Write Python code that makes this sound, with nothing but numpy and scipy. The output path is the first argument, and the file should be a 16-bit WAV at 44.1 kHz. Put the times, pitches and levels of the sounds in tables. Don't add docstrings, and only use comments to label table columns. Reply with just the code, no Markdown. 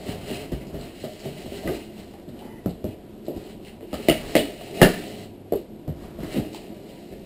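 import sys
import numpy as np
from scipy import signal
from scipy.fft import rfft, irfft
from scipy.io import wavfile
from scipy.ndimage import uniform_filter1d

SR = 44100
rng = np.random.default_rng(int(sys.argv[2]) if len(sys.argv) > 2 else 0)


def transcribe(u):
    v = np.clip(np.atleast_2d(u).T, -1, 1)
    q = np.round(v * 32767).astype(np.int16)
    wavfile.write(sys.argv[1], SR, q)


def linear_from_db(decibels):
    return 10 ** (np.asarray(decibels, float) / 20)


N = 319725

SIZE = 32768
HZ = np.fft.rfftfreq(SIZE, 1 / SR) + 1e-3
LONG_HZ = np.fft.rfftfreq(N, 1 / SR) + 1e-3
DELAY_S = .0025


def colour(points, hz):
    f, db = np.log2(np.transpose(points)[0]), np.transpose(points)[1]
    x = np.log2(hz)
    octaves_outside = np.clip(f[0] - x, 0, 4) + np.clip(x - f[-1], 0, 4)
    return np.interp(x, f, db) - 24 * octaves_outside


def causal(db):
    cepstrum = irfft(db * np.log(10) / 20)
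    half = len(cepstrum) // 2
    cepstrum[1:half] *= 2
    cepstrum[half + 1:] = 0
    return np.exp(rfft(cepstrum))


def bump(hz, centre_hz, octaves):
    return np.exp(-.5 * (np.log2(hz / centre_hz) / octaves) ** 2)


def shaped(x, db):
    y = irfft(rfft(x) * linear_from_db(db), len(x))
    return y / np.std(y)


def grains(rate, spread_db):
    size = np.minimum(rng.exponential(size=N), 4)
    slips = rng.random(N) < rate / SR
    return slips * rng.standard_normal(N) * linear_from_db(spread_db * size)


def walk(rate):
    k = int(SR / rate)
    steps = np.repeat(rng.standard_normal(N // k + 1), k)
    return 0.78 * uniform_filter1d(uniform_filter1d(steps, k), k)[:N]


# (time after the direct sound [s], sign, level [dB])
ECHOES = [(.0013, -0.47, -4.5), (.006, 0.64, -19.5), (.0125, -0.5, -3.5), (.019, 0.77, -16), (.027, 1, -17)]


def room(t60, tail_db, echo_db, direct_db=0.):
    t = np.arange(SIZE) / SR
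    decay = linear_from_db(tail_db - np.minimum(60 * t / max(t60, .05), 200))
    build_up = 1 - np.exp(-t / 0.0024)
    tail = decay * build_up * rng.standard_normal(SIZE) * (t < .6)
    early = np.zeros(SIZE)
    early[0] = linear_from_db(direct_db)
    for n, (s, sign, db) in enumerate(ECHOES):
        k = int(s * SR)
        early[k] += sign * linear_from_db(db + (echo_db if n else direct_db))
        early[k:k + 60] += linear_from_db(db + echo_db - 18.5) * rng.standard_normal(60)
    return -rfft(early) + rfft(tail) * linear_from_db(-7 * bump(HZ, 151, 0.44))


def add(out, s, spectrum, peak_db):
    k = int(s * SR)
    y = irfft(spectrum)[:N - k]
    out[k:k + len(y)] += y * linear_from_db(peak_db) / np.abs(y).max()


# (frequency [Hz], level [dB per Hz])
AIR = [(12, -55), (20, -4.5), (101, -7), (175, -3), (202, 1.5), (263, -1), (342, -3), (414, -7),
       (501, -9.5), (771, -15.5), (868, -22.5), (1000, -25.5), (1160, -31), (3470, -31), (6000, -42.5),
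       (7800, -91), (13200, -120)]
# (frequency [Hz], width [Hz], level [dB])
FAN = [(96.4, 6.8, -59.5), (214.8, 5.2, -52.5), (304, 22, -63), (344.8, 40, -49), (483, 8.3, -81),
       (704, 18, -83), (968, 14, -68), (2940, 230, -83.5)]


def air():
    out = linear_from_db(-45 + 0.21 * walk(4.3)) * shaped(rng.standard_normal(N), colour(AIR, LONG_HZ))
    for f, width, db in FAN:
        hum_db = -20 * np.log10(1 + (2 * (LONG_HZ - f) / width) ** 2)
        out += linear_from_db(db) * shaped(rng.standard_normal(N), hum_db)
    return out


def drone():
    t = np.arange(N) / SR
    middle_s, length_s, pitch_hz, level_db = 5.25, .2, 99.4, -45.5
    swell = np.exp(-.5 * ((t - middle_s) / length_s) ** 2)
    return linear_from_db(level_db + 1.5 * walk(12)) * swell * np.sin(2 * np.pi * pitch_hz * t)


# (time [s], peak level [dB], board frequency [Hz], ring t60 [s])
THUDS = [(0.084, -29.5, 90, 0.49), (0.516, -23.5, 54.5, 0.31), (0.737, -25.5, 60, 0.26),
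         (1.02, -33.5, 90, 0.19), (1.257, -38, 90, .2), (1.44, -34.5, 69.6, 0.41), (1.621, -37, 99, 0.2),
         (1.652, -27, 55, 0.22), (1.7, -27, 48, 0.48), (2.657, -19.5, 55, .25), (2.84, -19, 101, 0.22),
         (3.348, -30, 65.5, 0.15), (3.93, -30, 69.5, 0.28), (4.086, -17.5, 58, 0.16), (4.35, -25, 55, 0.24),
         (4.816, -32, 47, 0.15), (5.519, -34, 55, 0.22), (5.876, -26, 80.4, 0.33), (5.961, -33, 50, 0.16),
         (6.201, -35, 109, 0.42), (6.392, -21, 50, 0.086), (7.118, -36, 45.4, 0.34), (7.18, -32, 45, 0.31)]


def thuds():
    out = np.zeros(N)
    for s, db, hz, t60 in THUDS:
        boards = causal(40 * bump(HZ, 87, 1.85) + 12 * bump(HZ, hz, 0.35))
        add(out, s + DELAY_S, boards * room(t60, tail_db=-27.5, echo_db=-4), db)
    return out


# (time [s], blade drag [dB], weight on the panels [dB],
# floor shake relative to the panel rumble [dB])
GRIP = [(0, -50, -37.5, -16), (.7, -54.5, -46, -8), (1.85, -54.5, -47.5, -12.5), (2.05, -64, -49.5, -9.5),
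        (3.0, -71, -47, -5), (3.2, -69, -51, -5), (3.35, -57, -46, -11), (3.58, -81, -45, -13),
        (3.88, -64, -46.5, -8.5), (4.12, -44.5, -36, -14), (4.25, -50.5, -36.5, -6),
        (4.55, -49.5, -41.5, -16), (4.919, -40, -32.5, -18), (5.219, -55, -40, -16),
        (5.3, -68.5, -48.5, -13), (6.15, -69, -47.5, -9.5), (6.249, -56, -39.5, 1.5),
        (7.25, -59, -44.5, -37)]
# (time at full speed [s], hold [s], scrape level [dB], panel rumble over scrape [dB])
STROKES = [(0.083, 0.038, -43.5, 11.5), (0.285, 0.047, -40, 6.5), (0.363, 0.078, -46, 9),
           (0.61, 0.028, -59.5, 17), (0.747, 0.12, -52.5, 10.5), (1.01, 0.038, -50.5, 2),
           (1.244, 0.037, -46.5, 8.5), (1.39, 0.046, -48, 8.5), (1.532, 0.057, -48, 9.5),
           (1.668, 0.066, -49.5, 20.5), (1.75, 0.045, -47, -8), (1.982, 0.02, -50.5, 8),
           (2.37, 0.078, -60, 15.5), (2.678, 0.015, -58, 9), (2.877, 0.034, -55, 6),
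           (3.282, 0.027, -64, 14), (3.392, 0.12, -55.5, 12), (3.66, 0.022, -55.5, 7),
           (3.958, 0.13, -48.5, 5), (4.287, 0.13, -43, 4.5), (4.417, 0.079, -45, 11.5),
           (4.637, 0.24, -61, -2), (4.81, 0.023, -43.5, 19.5), (5.056, 0.18, -52, 11.5),
           (5.56, 0.029, -57, 10), (6.01, 0.056, -60.5, 17), (6.336, 0.038, -41.5, 2),
           (6.452, 0.02, -50, 7), (6.547, 0.02, -44.5, -5), (6.67, 0.072, -57, -8),
           (6.904, 0.023, -57.5, 13)]


def effort():
    speed_up_db_per_s, slow_down_db_per_s = 211, 136
    t = np.arange(0, N / SR + .002, .001)
    grip_s, *grip = np.transpose(GRIP)
    drag_db, weight_db, shake_db = (np.interp(t, grip_s, column) for column in grip)
    scrape, rumble = linear_from_db(2 * drag_db), linear_from_db(2 * weight_db)
    for s, hold, db, panel_db in STROKES:
        lost_db = speed_up_db_per_s * np.maximum(s - t, 0)
        lost_db = lost_db + slow_down_db_per_s * np.maximum(t - s - hold, 0)
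        scrape = scrape + linear_from_db(2 * (db - lost_db))
        rumble = rumble + linear_from_db(2 * (db + panel_db - lost_db))
    levels = (10 * np.log10(scrape), 10 * np.log10(rumble), shake_db)
    return (np.interp(np.arange(N) / SR, t, db) for db in levels)


# (frequency [Hz], width [Hz], level [dB])
BOX = [(145, 99, 7.5), (186, 18, 0), (238.5, 17, 9), (310, 35, 7), (348, 6.1, 4), (400.6, 13.7, 7.5),
       (457, 120, -4.5), (474, 15, 0.5), (617, 23, 6), (716, 20, -0.5), (804, 81, 7)]


def resonances(hz, reach):
    return sum(k * db / (1 + (2 * (hz - f) / w) ** 2) for k, (f, w, db) in zip(reach, BOX))


# (frequency [Hz], level [dB per Hz])
SCRAPE = [(530, -16), (900, -5.5), (1030, -17), (1250, -9.5), (1360, -12.5), (1670, -7), (2020, -2),
          (2410, -4), (2910, 1.5), (3470, -6), (4030, -0.5), (5280, -7), (6000, -11.5), (7800, -42),
          (13200, -120)]


def hands():
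    scrape_db, board_db, shake_db = effort()
    near = rfft(irfft(room(0.36, tail_db=-18.0, echo_db=-2.0)), N)
    moved = rfft(irfft(room(0.5, tail_db=-15.0, echo_db=-3.0)), N)

    def heard(x, path):
        return irfft(rfft(x) * path, N)

    board_colour = colour(BOOM, LONG_HZ) + resonances(LONG_HZ, np.full(len(BOX), .45))
    board = shaped(heard(grains(2000, spread_db=.6), near), board_colour)
    thump = shaped(rng.standard_normal(N), 40 * bump(LONG_HZ, 57.5, 3.72))

    place = np.pi / 2 * walk(3)
    slips = np.cos(place) * heard(grains(1200, spread_db=4.0), near)
    slips = slips + np.sin(place) * heard(grains(1200, spread_db=3.5), moved)

    fibres = colour(SCRAPE, LONG_HZ)
    dull = shaped(slips, fibres - 30 * (LONG_HZ > 2500))
    bright = shaped(slips, fibres - 30 * ((LONG_HZ <= 2500) | (LONG_HZ > 3500)))
    thin = shaped(slips, fibres - 30 * (LONG_HZ <= 3500))
    bands = linear_from_db(-5.5 + 1.5 * walk(13)) * dull
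    bands = bands + linear_from_db(-4.0 + 1.5 * walk(11)) * bright
    bands = bands + linear_from_db(-4.5 + 1.7 * walk(9)) * thin
    scrape = linear_from_db(scrape_db + 0.65 * walk(21.94)) * bands

    shake_level = linear_from_db(board_db + shake_db) + linear_from_db(-64)
    shake = shake_level * linear_from_db(5.6 * walk(7.2)) * thump
    return linear_from_db(board_db - 2.0) * board + shake + scrape


# (time [s], frequency [Hz], level [dB])
SQUEAK = [
    [(2.37, 796, -70), (2.41, 790, -46), (2.46, 850, -47), (2.52, 883, -52), (2.6, 880, -52)],
    [(2.4, 2000, -72), (2.44, 2000, -60), (2.485, 2000, -64), (2.51, 2000, -55), (2.59, 1980, -55),
     (2.62, 1970, -66), (2.655, 1980, -59), (2.7, 1975, -82)],
    [(2.35, 3060, -80), (2.39, 3020, -57), (2.47, 2990, -60), (2.54, 2990, -61), (2.63, 2960, -88)],
    [(2.44, 1830, -75), (2.5, 1840, -64), (2.58, 1800, -62), (2.66, 1810, -72)],
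]


def squeak():
    out, t = 0, np.arange(N) / SR
    for partial in SQUEAK:
        s, hz, db = np.transpose(partial)
        flutter, waver_hz = .9 + .45 * walk(200), 70 * walk(400)
        phase = 2 * np.pi * np.cumsum(np.interp(t, s, hz) + waver_hz) / SR
        out += linear_from_db(np.interp(t, s, db, -200, -200)) * flutter * np.sin(phase)
    return out


# (time [s], peak level [dB], frequency [Hz], t60 [s])
RINGS = [(4.8156, -6, 1740, 0.019), (4.829, -10, 1780, 0.035), (4.829, -12, 2800, 0.027),
         (4.845, -22.5, 1700, .03), (4.8195, -1, 175, 0.08), (.729, -30.5, 220, .08),
         (.09, -25.5, 202, 0.075), (4.822, -24, 1450, 0.17), (4.851, -10, 174, 0.15),
         (4.834, -11.5, 375, 0.106), (4.0855, -19, 2000, 0.033), (4.098, -14.5, 2875, 0.032),
         (4.099, -30, 1300, .04), (5, -27, 350, 0.03), (4, -24, 400, 0.035), (4.3527, -17, 1970, 0.02),
         (4.358, -15, 450, 0.063), (4.366, -20, 2950, 0.068), (4.36, -31, 1800, 0.1), (4.9, -21, 400, .12),
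         (3.93, -33, 800, 0.051), (6.7, -28, 232, 0.06), (6.229, -28, 290, 0.093),
         (6.376, -18.5, 280, 0.044), (5.725, -36, 214, 0.1), (6.449, -42, 1980, .03),
         (6.547, -30.5, 840, 0.019), (1.675, -35, 1230, .08), (1.6755, -33, 2000, .025),
         (1.692, -19.5, 357, .03), (1.68, -34, 1550, 0.051), (1.257, -29.5, 390, 0.18),
         (1.045, -48, 1240, 0.043), (1.257, -32.5, 650, .06), (4.8155, -4.5, 710, 0.017),
         (3.809, -34.5, 620, 0.03), (3.829, -31, 443, 0.045), (5.535, -18, 460, 0.049),
         (5.542, -17.5, 399, .06), (2.139, -39, 794, 0.037), (1.636, -32, 630, .04),
         (3.941, -26.5, 510, 0.034), (4.42, -26, 280, .12), (6.04, -51, 1200, .03),
         (2.66, -40, 1210, 0.016), (2.85, -26.5, 319, 0.1), (4.612, -30.5, 680, 0.034),
         (.6125, -44, 2200, 0.046), (1.0006, -52, 2970, 0.042), (1.52, -29, 400, 0.22)]
MORE_RINGS = [
    (4.853, -12, 175, .1),
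    (4.358, -12, 300, .04),
    (4.39, -22, 200, .08),
    (3.93, -32, 1300, .02),
    (3.943, -33, 1250, .02),
    (2.849, -25, 180, .04),
    (4.39, -24, 2950, .08),
    (4.395, -20, 420, .07),
    (1.461, -30, 620, .04),
    (2.66, -17, 420, .02),
]


def rings():
    out, t = np.zeros(N), np.arange(SIZE) / SR
    for s, db, hz, t60 in RINGS + MORE_RINGS:
        decay = linear_from_db(-np.minimum(60 * t / max(t60, .01), 200))
        rough = 2.5 * min(hz / 2000, 1) * uniform_filter1d(rng.standard_normal(SIZE), size=60)
        mode = decay * np.sin(2 * np.pi * hz * t) * (1 + rough)
        add(out, s, rfft(mode) * room(0.34, tail_db=-33, echo_db=-5.0), db)
    return out


# (time [s], peak level [dB], centre frequency [Hz])
TICKS = [(0.812, -33, 4160), (1.3657, -40, 1760), (1.6354, -36, 1840), (1.6751, -24, 1970),
         (1.6864, -33, 1290), (2.1374, -42, 1830), (2.2896, -41.5, 3740), (2.3699, -47, 1570),
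         (2.391, -38, 3300), (3.266, -38, 4000), (3.288, -41, 2900), (3.372, -38, 4600), (3.497, -39, 1600),
         (3.509, -40, 2900), (3.465, -41, 3100), (3.44, -43, 4400), (3.649, -37, 2910),
         (3.6695, -35.5, 1960), (3.6825, -37.5, 2860), (3.8087, -43, 2030), (3.91, -41, 2290),
         (3.93, -24.5, 1260), (3.9403, -34, 3970), (4.0853, -9.5, 2250), (4.0973, -16, 2870),
         (4.253, -35, 3060), (4.3528, -10, 2080), (4.3651, -11, 3430), (4.5769, -39, 2940),
         (4.61, -32, 3020), (4.8162, -7.5, 1700), (4.8295, -14, 2700), (5.0384, -31, 2380),
         (6.2048, -34, 1600), (6.547, -30, 2890), (6.892, -42, 2900)]
FLECKS = [(0.1204, -35, 3530), (0.3, -35, 3900), (0.67, -38, 4980), (0.95, -44, 4160), (1.046, -35, 4100),
          (1.2, -35, 4920), (1.1, -41, 5500), (1.135, -41, 5600), (1.003, -40, 4600), (.525, -36, 2900),
          (.55, -39, 2900), (.62, -40, 2100), (1.195, -35, 5600), (.795, -39, 4200), (6.045, -46, 2100),
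          (3.255, -43, 4800), (1.4194, -41, 4180), (2.703, -45, 3020), (2.695, -37, 4000),
          (5.5594, -41, 3900), (6.3394, -37, 4200), (6.3744, -31, 3890), (6.5465, -31, 4070),
          (6.565, -37, 4700), (7.03, -47, 3000), (7.124, -41, 2100), (4.456, -30, 2500),
          (6.5325, -35, 5500), (.0613, -35, 2890), (3.825, -45, 3100), (4.062, -40, 2900),
          (5.523, -42, 2200)]


def ticks():
    out = np.zeros(N)
    for s, db, hz in list(TICKS) + list(FLECKS):
        snap = causal(colour(SCRAPE, HZ) + 10 * bump(HZ, hz, 0.36) + 3 * bump(HZ, hz, 0.054))
        add(out, s, snap * room(0.3, tail_db=-25, echo_db=-2.0), db)
    return out


# (frequency [Hz], level [dB per Hz])
BOOM = [(79, -33), (135, 2), (317, -3.5), (401, -1), (463, -2.5), (633, -3), (689, -5), (772, -13.5),
        (997, -30), (1300, -31.5), (1690, -55), (2860, -120)]
# (frequency [Hz], level [dB per Hz])
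CRACK = [(530, -8.5), (900, -9.5), (1070, -22), (1170, -10.5), (1520, -12), (1740, -9.5), (1880, -7),
         (2490, -21), (2670, -27), (2910, -6), (3390, -18), (5330, -17), (6000, -34), (7800, -115),
         (13200, -120)]
# (time [s], peak level [dB], boom centre [Hz], crack relative to boom [dB], ring t60 [s])
BENDS = [(0.086, -21.5, 172, -13.5, 0.33), (0.226, -29.5, 162, -23, 0.37), (0.299, -21.5, 296, -14, 0.21),
         (0.517, -22, 375, -10, 0.22), (0.599, -36, 191, -29, 0.31), (0.665, -30, 197, -31, 0.3),
         (0.74, -22, 145, -16, 0.41), (1.036, -22.5, 230, -14, 0.22), (1.255, -25, 149, -29, 0.43),
         (1.458, -30, 145, -20, 0.71), (1.518, -24.5, 400, -20, 0.33), (1.653, -24, 310, -18, 0.14),
         (1.674, -21.5, 310, -18, 0.26), (1.689, -22, 340, -27, 0.37), (2.183, -34.5, 346, -9, 0.12),
         (2.278, -30.5, 234, -18, 0.35), (2.449, -29, 248, -14, 0.3), (7.122, -30, 356, -17, 0.18)]
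BLOWS = [(2.6575, -13, 175, -36, 0.27), (2.842, -26, 106, -53, 0.39), (3.279, -22, 367, -33, 0.48),
         (3.36, -23.5, 330, -21, 0.087), (3.928, -22.5, 273, -20, 0.13), (3.938, -26, 233, -7, 0.29),
         (4.0824, -5, 320, -10, 0.24), (4.35, -9, 328, -10, 0.22), (4.814, -4.5, 258, -3, 0.28),
         (5.519, -8, 464, -28, 0.23), (5.876, -20.5, 148, -23.5, 0.38), (6.185, -26, 219, -34, 0.5),
         (6.229, -24.5, 340, -11, 0.5), (6.341, -20, 315, -21, 0.67), (6.362, -14.5, 212, -22, 0.32)]
# (time [s], peak level [dB], boom centre [Hz], ring t60 [s])
FLAP = [(.519, -19.5, 143, 0.53), (1.035, -22.5, 610, 0.39), (1.459, -30, 600, 0.11),
        (3.928, -24.5, 614, 0.11), (1.366, -32, 610, 0.18), (2.84, -18, 235, 0.32),
        (3.279, -22.5, 600, 0.31), (4.0825, -6, 660, 0.24), (4.09, -19, 222, 0.33), (4.35, -5.5, 596, 0.25),
        (4.813, -2.5, 485, 0.26), (4.8145, -5.5, 310, 0.26), (6.39, -25, 147, .16)]


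def knocks():
    out, crack = np.zeros(N), causal(colour(CRACK, HZ))
    flap_crack_db = -46
    flaps = [(s, db, hz, flap_crack_db, t60) for s, db, hz, t60 in FLAP]
    for blow_s, db, hz, crack_db, t60 in BENDS + BLOWS + flaps:
        s = blow_s + DELAY_S
        reach = .25 + .8 * rng.random(len(BOX))
        struck = 7 * bump(HZ, hz, 0.65) + 5.4 * bump(HZ, hz, 0.1)
        struck = struck - 6 * np.clip(np.log2(hz / 1.8 / HZ), 0, 3)
        boom = causal(colour(BOOM, HZ) + resonances(HZ, reach) + struck)
        add(out, s, boom * room(t60, tail_db=-27, echo_db=-0.5), db)
        direct_db = min(0, .5 * (crack_db + 7))
        add(out, s, crack * room(t60, tail_db=-16.5, echo_db=9.0, direct_db=direct_db), db + crack_db)
    return out


def scene():
    background = air() + drone() + thuds()
    blade = hands() + squeak() + rings() + ticks()
    return (background + blade + knocks())[None]


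def thin_treble(x, floor_db, above_hz, rise_db_per_khz):
    hz, _, z = signal.stft(x, SR, nperseg=2048, scaling="psd")
    over_khz = (hz[:, None] - above_hz) / 1000
    power = uniform_filter1d(np.abs(z) ** 2, size=9, axis=1)
    faint = power < linear_from_db(2 * (floor_db + rise_db_per_khz * over_khz))
    z = np.where(faint & (over_khz > 0), z * linear_from_db(-23), z)
    return signal.istft(z, SR, nperseg=2048, scaling="psd")[1][:, :N]


def low_pass(x):
    return signal.sosfilt(signal.butter(12, 16020, fs=SR, output="sos"), x)


def record(dry):
    slow = np.clip(signal.resample_poly(dry, 40, 147, axis=1), -1, 1)
    third = 2 * np.pi * np.arange(slow.shape[1]) / 3
    late = 0.34 * np.cos(third + walk(60)[:len(third)])
    steps = np.repeat(slow, 4, axis=1)
    steps[:, ::4] -= late * np.diff(slow, axis=1, prepend=0)
    held = signal.resample_poly(steps, 147, 160, axis=1)[:, :N]
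    lowpass = signal.cheby1(10, .3, 15500, fs=SR, output="sos")
    top = signal.sosfiltfilt(lowpass, held)
    thin = thin_treble(top, floor_db=-117.5, above_hz=12950, rise_db_per_khz=2.6)
    return low_pass(np.clip(thin, -1, 1))


dry = scene()
out = record(dry)
transcribe(out)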